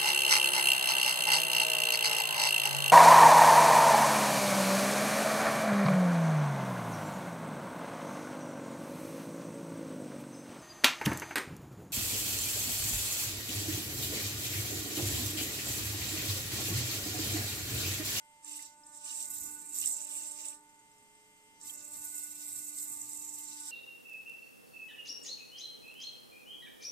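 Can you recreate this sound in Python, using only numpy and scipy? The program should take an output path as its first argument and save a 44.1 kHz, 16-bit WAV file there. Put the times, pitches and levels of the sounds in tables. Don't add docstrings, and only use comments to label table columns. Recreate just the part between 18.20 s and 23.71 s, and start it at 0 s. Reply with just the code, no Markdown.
import sys
import numpy as np
from scipy import signal
from scipy.fft import rfft, irfft
from scipy.io import wavfile
from scipy.ndimage import uniform_filter1d

SR = 44100
rng = np.random.default_rng(int(sys.argv[2]) if len(sys.argv) > 2 else 0)


def put_to_file(sound):
    columns = np.atleast_2d(sound).T
    safe = np.clip(columns, -1, 1)
    whole_steps = np.round(safe * 32767)
    wavfile.write(sys.argv[1], SR, whole_steps.astype(np.int16))


N = 242991
T = np.arange(N) / SR
SIDES = np.array([[1], [-1]])
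STROKE_HZ, TOP_HZ = 297.27, 14300

# time in seconds, depth (0 in air, .5 at the surface, 1 covered).
HEAD_DEPTH = [(0.225, 0.12), (0.26, 0.56), (0.43, 0.56), (0.47, 0.094), (0.68, 0.4), (0.83, 0.29),
              (0.9, 0.43), (1.05, 0.6), (1.15, 0.72), (1.33, 0.66), (1.48, 0.54), (1.59, 0.7), (1.72, 0.54),
              (2.32, 0.51), (2.45, 0.18), (2.85, 0.13), (3.4, 0.084), (3.47, 0.88), (3.56, 0.54),
              (3.76, 0.67), (3.85, 0.86), (4.58, 0.84), (4.76, 0.64), (5.51, 0.58)]
# depth, then relative levels in dB of mist, churning and rumble.
STIR_BY_DEPTH = [(0, -3, -6, -74), (.25, -27, -15, -81), (.5, -18.5, -20.5, -74), (.7, -5, -26.5, -71),
                 (.85, -6.5, -19.5, -73), (1, 5, 7, -74)]
# start, end and attack in seconds, relative fizz level in dB,
# relative lean to the left in dB.
BRISTLE_DIPS = [(0.223, 0.458, 0.053, -49.5, -4.5), (0.5, 0.65, 0.032, -68, -3),
                (0.649, 0.816, 0.014, -57, -4.5), (0.822, 2.333, 0.05, -49.5, -5),
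                (3.396, 5.61, 0.031, -49.5, -3.5)]


def undb(db):
    return 10 ** (np.asarray(db) / 20)


def curves(table):
    times, *columns = np.transpose(table)
    return [np.interp(T, times, column) for column in columns]


def by_depth(table):
    depths, *columns = np.transpose(table)
    return [np.interp(curves(HEAD_DEPTH)[0], np.sort(depths), column) for column in columns]


def unit(x):
    return x / np.sqrt(np.mean(x.mean(axis=0) ** 2))


def together(gains):
    return np.sqrt(sum(gain ** 2 for gain in gains))


def swell(middle, length):
    return 2 ** (-2 * ((T - middle) / length) ** 2)


def walk(rate):
    hold = max(int(SR / rate), 2)
    steps = np.repeat(rng.standard_normal(4096)[:N // hold + 2], hold)
    wander = uniform_filter1d(uniform_filter1d(steps, hold), hold // 2)[:N]
    return wander / wander.std()


def colour(x, points):
    hz, db = np.transpose(points)
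    size = 1 << 18
    bin_hz = np.maximum(np.arange(size // 2 + 1) * SR / size, 1)
    cepstrum = irfft(np.log(undb(np.interp(np.log(bin_hz), np.log(hz), db))))
    cepstrum[1:size // 2] *= 2
    cepstrum[size // 2 + 1:] = 0
    return irfft(rfft(x, size) * np.exp(rfft(cepstrum)))[..., :N]


def tilt(x, pivot_hz, db):
    bin_hz = np.arange(N // 2 + 1) * SR / N
    low = irfft(rfft(x) / (1 + (bin_hz / pivot_hz) ** 24), N)
    return low * undb(db) + (x - low) * undb(-db)


def stereo_phase(hz):
    # frequency in Hz, phase difference in radians.
    phase_gaps = [(300, .06), (600, .55), (900, .8), (1200, 1.4), (1490, 2), (1780, 1.55), (2080, 1.9),
                  (2380, 1.5), (2675, 1.7), (2900, 2.6), (3100, 2.85), (3300, 2.8), (3570, 1.5), (3850, .8),
                  (4080, .5), (4450, 1.4), (5000, 1.6), (8000, 1.8)]
    return np.interp(hz, *np.transpose(phase_gaps))


def place(x):
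    half_gap = stereo_phase(np.arange(N // 2 + 1) * SR / N) / 2
    mid = rfft(x[0] + x[1]) * np.cos(half_gap)
    side = rfft(x[0] - x[1]) * np.sin(half_gap)
    return (irfft(mid, N) + SIDES * irfft(side, N)) / np.sqrt(2)


def contact(start, end, attack, release_s=.027):
    return np.clip((T - start) / attack, 0, 1) * np.exp(-np.maximum(T - end, 0) / release_s)


def touching():
    return np.minimum(sum(contact(*span) for *span, _, _ in BRISTLE_DIPS), 1)


def wetness(grip):
    return np.clip(grip * curves(HEAD_DEPTH)[0], 0, 1)


def overtone(phase, order):
    offset = stereo_phase(order * STROKE_HZ) / 2 * SIDES
    return np.sqrt(2) * np.cos(order * phase + rng.uniform(0, 2 * np.pi) + offset)


def shudder(phase, order, rate):
    band = sum(walk(rate) * overtone(phase + turn / order, order) for turn in (0, np.pi / 2))
    return wetness(grip=2.3) * band


def motor_hum(phase, smear=.28):
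    # time in seconds, relative level in dB.
    stroke_ride = [(0.0, -89), (0.21, -90), (0.26, -67.5), (0.35, -62), (0.5, -80), (0.75, -71), (0.8, -79),
                   (1.32, -61.5), (1.48, -71), (1.62, -64.5), (1.72, -69.5), (2.33, -68.5), (2.85, -83),
                   (3.3, -79), (3.45, -72.5), (3.75, -66), (5.06, -63.5), (5.51, -67)]
    octave_ride = [(0, -77.5), (0.5, -76.5), (0.7, -73), (1.03, -68.5), (1.13, -80), (1.4, -83), (1.6, -85),
                   (1.72, -68.5), (1.9, -68.5), (2.3, -68.5), (2.45, -82), (3.4, -83), (3.62, -68),
                   (3.85, -78), (4.1, -78), (5.51, -84)]
    whine_ride = [(0.0, -65.5), (0.97, -62.5), (1.24, -71.5), (1.3, -63.5), (1.52, -67.5), (1.56, -78),
                  (1.73, -65), (2.01, -65.5), (2.22, -63), (3.15, -72.5), (3.45, -66), (3.57, -77),
                  (3.85, -66), (3.94, -76.5), (4.57, -81), (4.71, -68), (4.91, -69.5), (5.51, -63.5)]
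    nasal_ride = [(0, -72), (0.22, -96), (0.45, -74), (0.8, -69.5), (1.1, -67), (1.35, -62.5), (1.45, -69),
                  (1.6, -70), (2.35, -74), (2.65, -81), (3.38, -87), (3.46, -72.5), (3.95, -66),
                  (4.65, -70.5), (4.78, -78), (5.1, -87), (5.51, -60)]
    hum = undb(curves(stroke_ride)[0] + 0.52 * walk(25.07)) * overtone(phase, order=1)
    hum += undb(-82.5) * shudder(phase, order=1, rate=90)
    octave_gain = undb(curves(octave_ride)[0] - 2.2 + 2.5 * SIDES)
    hum += octave_gain * (overtone(phase, order=2) + smear * shudder(phase, order=2, rate=83))
    flutter = wetness(grip=0.88) * np.array([walk(34), walk(33)])
    whine_gain = undb(curves(whine_ride)[0] + 0.66 - 2.0 * SIDES + 1.3 * flutter)
    hum += whine_gain * overtone(phase, order=3) + undb(-78) * shudder(phase, order=3, rate=110)
    nasal_gain = undb(curves(nasal_ride)[0] - 0.9 - 2.0 * SIDES + 2.0 * walk(30))
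    hum += nasal_gain * (overtone(phase, order=5) + smear * shudder(phase, order=5, rate=75))
    return hum


def motor_whistle(phase):
    # multiple of the stroke rate, level in dB.
    partials = [(18, -101), (19, -100), (20, -86), (21, -94.5), (22, -81.5), (23, -85), (24, -100),
                (25, -84), (26, -88), (27, -76), (28, -74.5), (29, -75), (30, -79), (32, -85)]
    return sum(undb(db + 1.3 * walk(3.7)) * overtone(phase, round(order)) for order, db in partials)


def head_buzz(phase, grip_db=2.6, slip_rad=.085, bite_db=1.5):
    # multiple of the stroke rate, relative dB in air and in water, left minus right in dB.
    partials = [(4, -8, -2, -4), (6, -9, -6, 4.5), (7, 10.5, 6.5, -2.5), (8, -5, -0.5, 1.5),
                (9, -3, 5, -2.5), (10, 9, -5.5, 4), (11, 0, -9.5, -10), (12, -8, -8, -9),
                (13, -20, -1, -2.5), (14, -35, -4.5, 12), (15, -14, -2, -9), (16, -21, -7, -14),
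                (17, -17, -18, 36)]
    # depth, relative dB of the low and of the high overtones.
    water_load = [(0, -69, -64), (.25, -66, -73), (.45, -55.5, -75), (.56, -63.5, -65.5), (.68, -60, -65.5),
                  (1, -69.5, -62.5)]
    bite_by_depth = [(.5, 0), (.7, 1)]
    low_db, high_db = by_depth(water_load)
    wet = wetness(grip=2.6)
    shake = wet * touching()
    lift_db = bite_db * shake * by_depth(bite_by_depth)[0]
    buzz = 0
    for order, air_db, water_db, pan_db in partials:
        order = round(order)
        grip = np.array([walk(28), walk(28)]) * shake
        slip = np.array([walk(80), walk(80)]) * shake
        load_db = low_db if order < 7 else high_db
        level_db = load_db + air_db + wet * (water_db - air_db) + lift_db - 13.0
        gain = undb(level_db + grip_db * grip + pan_db / 2 * SIDES)
        buzz = buzz + gain * overtone(phase + slip_rad * slip, order)
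    return buzz


def garden_air(level_db=-74):
    # frequency in Hz, gain in dB.
    air_eq = [(25, 4), (55, -34), (110, 1), (200, 4), (310, -30), (400, -4), (800, -2.5), (1300, -5),
              (3200, -9.5), (5000, -9.5), (6500, -7), (8000, -24), (10000, -13), (14000, -11)]
    return unit(colour(rng.standard_normal((2, N)), air_eq)) * undb(level_db + 0.9 * walk(0.56))


def far_hum(waver_hz=4):
    # time in seconds, relative level in dB, pitch in Hz.
    hum_ride = [(0, -35, 424), (1.0, -17, 420), (1.4, -1, 422.3), (2.4, -2, 413), (2.65, 0, 421),
                (3.0, 3, 429), (3.5, -2, 422.6), (4.3, -14, 420), (5.1, 1, 425), (5.51, -16, 424)]
    swell_db, hz = curves(hum_ride)
    tone = np.sqrt(2) * np.sin(2 * np.pi * np.cumsum(hz + waver_hz * walk(50)) / SR)
    return tone * undb(swell_db - 78 + 2.0 * walk(24.9))


def water_rumble(wander_db=2.4):
    # frequency in Hz, gain in dB.
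    rumble_eq = [(20, -4), (50, -3.5), (100, 4), (160, -0.5), (240, 6), (380, -2.5), (600, -10),
                 (900, -15.5), (1400, -53), (4000, -47)]
    side_eq = [(60, 0), (130, -4), (300, -12)]
    stir = rng.standard_normal(N) + SIDES * colour(rng.standard_normal(N), side_eq)
    level_db = by_depth(STIR_BY_DEPTH)[2] - 1.0 + wander_db * walk(15)
    return unit(colour(stir, rumble_eq)) * undb(level_db)


def drops(rate, scatter_db):
    hit = rng.random((2, N)) < rate / SR
    size = undb(scatter_db * np.minimum(rng.exponential(size=(2, N)), 4))
    return hit * size * rng.choice([-1, 1], (2, N))


def bubbles(centre_hz, spread, ring_s, range_db, count):
    cloud = np.zeros((2, N))
    t = T[:int(5 * ring_s * SR)]
    fade = np.exp(-t / ring_s) * (1 - np.exp(-t / 0.00073))
    for when, pitch, size, lag in rng.random((count, 4)):
        hz = min(centre_hz * np.exp(spread * np.tan(2.6 * (pitch - .5))), TOP_HZ)
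        ring = np.sin(2 * np.pi * hz * t * (1 + 0.64 * t) + np.pi * lag * SIDES)
        onset = int(when * (N - len(t)))
        cloud[:, onset:onset + len(t)] += undb(range_db * size) * fade * ring
    return cloud / cloud.std()


def rasp(x, share):
    period = SR / STROKE_HZ
    feedback = share * np.exp(-2j * np.pi * period * np.arange(N // 2 + 1) / N)
    return irfft(rfft(x) / (1 - feedback), N)


def surging():
    # middle and length in seconds, then relative levels in dB of fizz, churning and froth.
    surges = [(0.345, 0.15, -53, -55.5, -46), (0.764, 0.029, -50, -66, -72),
              (0.889, 0.075, -45, -52.5, -44.5), (0.96, 0.037, -40.5, -63, -55),
              (1.011, 0.064, -41.5, -53.5, -47), (1.19, 0.19, -44.5, -62.5, -62),
              (1.556, 0.03, -41.5, -64, -70), (1.598, 0.062, -38, -53.5, -55),
              (1.635, 0.031, -52, -49.5, -35), (1.672, 0.024, -33.5, -51.5, -66),
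              (1.723, 0.057, -39.5, -56.5, -77), (1.792, 0.053, -43, -57, -49),
              (1.984, 0.17, -42, -57, -44.5), (2.196, 0.04, -45.5, -56, -48),
              (2.281, 0.081, -45.5, -58, -45.5), (3.487, 0.06, -52, -59, -67), (3.756, 0.03, -46, -59, -68),
              (3.838, 0.1, -48, -77, -78), (3.966, 0.15, -45, -70, -80), (4.30, 0.16, -47.5, -59.5, -80),
              (4.375, 0.029, -49, -65, -76), (4.465, 0.059, -45, -77, -78), (4.59, 0.025, -42, -59.5, -76),
              (4.626, 0.022, -40, -69, -70), (4.84, 0.33, -45.5, -66.5, -82), (5.15, 0.19, -47, -61.5, -70),
              (5.341, 0.13, -53, -56.5, -71), (5.5, 0.087, -47.5, -54, -70)]
    shapes = np.array([swell(middle, length) for middle, length, *_ in surges])
    gains = undb(np.array(surges)[:, 2:].T)
    return touching() * np.sqrt(gains ** 2 @ shapes ** 2)


def fizz(fling, pings, flow, ping_db):
    # frequency in Hz, gain in dB.
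    fizz_eq = [(2000, -68), (3500, -55), (5000, -21), (5800, -11), (6600, -8), (7200, 2), (7700, 5),
               (8400, 3), (9000, -6.5), (9800, -11), (12000, -21.5)]
    clicks = rasp(drops(4600 * fling, scatter_db=-0.5), share=.17)
    sizzle = unit(colour(clicks, fizz_eq)) + undb(ping_db) * unit(colour(pings, fizz_eq))
    return tilt(sizzle * flow * undb(-2.0), pivot_hz=7660, db=1.6 * walk(16))


def mist(fling, pings, flow, ping_db):
    # frequency in Hz, gain in dB.
    mist_eq = [(2500, -45), (7000, -20.5), (9000, 7.5), (10000, -0.5), (11200, 4.5), (11950, 6),
               (12500, 0.5), (13400, 12), (14100, 2)]
    # middle and length of a jet in seconds, relative level in dB.
    jets = [(1.116, 0.029, -43.5), (1.241, 0.014, -42.5), (1.604, 0.063, -50), (3.528, 0.05, -50),
            (3.853, 0.017, -40), (4.298, 0.024, -49), (4.387, 0.034, -44), (4.636, 0.03, -44),
            (5.192, 0.024, -45)]
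    jetting = together([undb(db) * swell(middle, length) for middle, length, db in jets])
    clicks = drops(7000 * fling, scatter_db=-7.0)
    hiss = unit(colour(clicks, mist_eq)) + undb(ping_db) * unit(colour(pings, mist_eq))
    return hiss * together([flow * undb(by_depth(STIR_BY_DEPTH)[0] + 1.0), jetting * undb(-5.0)])


def churning(fling, share):
    # frequency in Hz, gain in dB.
    churn_eq = [(900, -47.5), (1600, -16), (2000, -6), (2400, -14), (2750, -13), (3000, 2.5), (3400, -1.5),
                (3800, 2), (4200, -1), (5000, 4.5), (6000, 8.5), (7500, -5.5)]
    clicks = rasp(drops(3500 * fling, scatter_db=3.5), share)
    return unit(place(colour(clicks, churn_eq)))


def spray_pan(dry_lean_db=-3.5):
    shift_db = sum((lean - dry_lean_db) * contact(*span) for *span, _, lean in BRISTLE_DIPS)
    pan_db = dry_lean_db + shift_db - 2.0
    return undb(SIDES * pan_db / 2) / np.cosh(pan_db * np.log(10) / 20) ** .5


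def spray(phase, ping_db=-5.5):
    fizz_surge, churn_surge, _ = surging()
    damp_bristles = undb(-73)
    steady = together([damp_bristles] + [undb(db) * contact(*span) for *span, db, _ in BRISTLE_DIPS])
    flow = together([steady, fizz_surge])
    fling = 1 + 0.25 * np.cos(phase) + 0.1 * np.cos(2 * phase)
    sputter = undb(0.2 * walk(19.0) + 1.6 * walk(90) + 0.26 * walk(430))
    pings = bubbles(centre_hz=8600, spread=.17, ring_s=.003, range_db=13, count=4500)
    fine = fizz(fling, pings, flow, ping_db) + mist(fling, pings, flow, ping_db)
    coarse = churning(fling, share=.68) * steady * undb(by_depth(STIR_BY_DEPTH)[1] + 3.5)
    coarse += churning(fling, share=.25) * churn_surge * undb(0.6)
    return fine * sputter * spray_pan() + coarse * undb(2.0 * walk(45) - .9 * SIDES)


def snaps(ring_s=.002):
    # start in seconds, relative level in dB.
    hits = [(0.246, -30), (0.294, -28.5), (0.332, -31), (0.357, -33), (0.378, -31), (0.951, -28),
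            (0.979, -31), (1.026, -23), (1.055, -23.5), (1.183, -29), (1.544, -23.5), (1.586, -20),
            (1.612, -20), (1.615, -19.5), (1.658, -15), (1.671, -13.5), (1.675, -16), (1.711, -19),
            (1.715, -24), (1.729, -27), (1.764, -28), (2.021, -28), (2.19, -32), (2.284, -24), (2.319, -38),
            (3.413, -36), (3.431, -37), (3.851, -33), (4.215, -36), (4.378, -33), (4.472, -35),
            (4.586, -29), (4.628, -21), (4.814, -26), (4.816, -24), (4.933, -25), (5.091, -26),
            (5.186, -27)]
    # frequency in Hz, gain in dB.
    snap_eq = [(2000, -63), (5000, -29), (6500, -6), (7300, 1.5), (7800, 4.5), (8500, 4), (9300, -9.5),
               (12000, -32)]
    bursts = np.zeros((2, N))
    t = T[:600]
    fade = np.exp(-t / ring_s) * (1 - np.exp(-t / 0.0003))
    for start, db in hits:
        onset = int(start * SR)
        bursts[:, onset:onset + len(t)] += undb(db + 1.0) * fade * rng.standard_normal((2, len(t)))
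    return colour(bursts, snap_eq) * undb(-3.0 * SIDES)


def froth(gurgle_db=-14):
    small = bubbles(centre_hz=2870, spread=.075, ring_s=.004, range_db=13, count=4500)
    small = place(rasp(small, share=.25))
    large = bubbles(centre_hz=1900, spread=.14, ring_s=.004, range_db=10, count=2000)
    return (small / small.std() + undb(gurgle_db) * large) * surging()[2] * undb(-14.5 - 0.41 * SIDES)


def drips(ring_s=.005, rise=.9):
    # start in seconds, level in dB, bubble pitch in Hz.
    landings = [(0.393, -44, 2020), (0.522, -57, 7100), (0.635, -49.5, 5230), (0.666, -41, 8260),
                (0.774, -57, 7800), (0.905, -40, 2870), (0.925, -47, 2660), (1.638, -37, 2920),
                (1.945, -58, 3370), (2.02, -64, 2750), (2.251, -52.5, 2720), (2.407, -52, 7760),
                (2.492, -52, 7100), (2.543, -53, 7500), (2.592, -53, 6900), (2.715, -53, 7700),
                (2.782, -59, 6700), (2.899, -59, 7000), (2.951, -51, 8150), (3.497, -37, 3180),
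                (5.194, -47, 2980), (5.285, -49, 4170), (5.324, -49, 3980)]
    plinks = np.zeros((2, N))
    t = T[:2000]
    fade = np.exp(-t / ring_s) * (1 - np.exp(-t / 0.00051))
    for start, db, hz in landings:
        ring = np.sin(2 * np.pi * hz * t * (1 + rise * t) + stereo_phase(hz) / 2 * SIDES)
        onset = int(start * SR)
        plinks[:, onset:onset + len(t)] += undb(db) * ring * fade
    return plinks


def low_swells():
    # middle and length in seconds, relative level in dB.
    swells = [(1.2, 0.06, -66), (1.63, 0.06, -66), (2.23, 0.07, -75), (3.79, 0.1, -70),
              (4.34, 0.075, -66.5), (4.85, 0.09, -70), (4.97, 0.06, -71), (5.14, 0.07, -73)]
    # frequency in Hz, gain in dB.
    bass_eq = [(20, -36), (45, -5), (75, 3.5), (120, 2.5), (170, -10), (400, -44), (1500, -60)]
    envelope = together([undb(db) * swell(middle, length) for middle, length, db in swells])
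    return unit(colour(rng.standard_normal((2, N)), bass_eq)) * envelope * undb(-5.5 - 3.1 * SIDES)


def foam(start_s=2, fade_s=0.71, level_db=-69.5):
    fade = (T > start_s) * np.exp(-np.maximum(T - start_s, 0) / fade_s)
    prickle = bubbles(centre_hz=8870, spread=.14, ring_s=.0013, range_db=10, count=4000)
    return prickle * fade * undb(level_db)


def scene():
    phase = 2 * np.pi * STROKE_HZ * T
    brush = motor_hum(phase) + motor_whistle(phase) + head_buzz(phase)
    splash = spray(phase) + snaps()
    bubbling = froth() + foam() + drips()
    bed = garden_air() + water_rumble() + low_swells() + far_hum()
    return brush + splash + bubbling + bed


def record(dry):
    return signal.sosfilt(signal.ellip(10, .2, 70, TOP_HZ, fs=SR, output="sos"), dry)


dry = scene()
out = record(dry)
put_to_file(out)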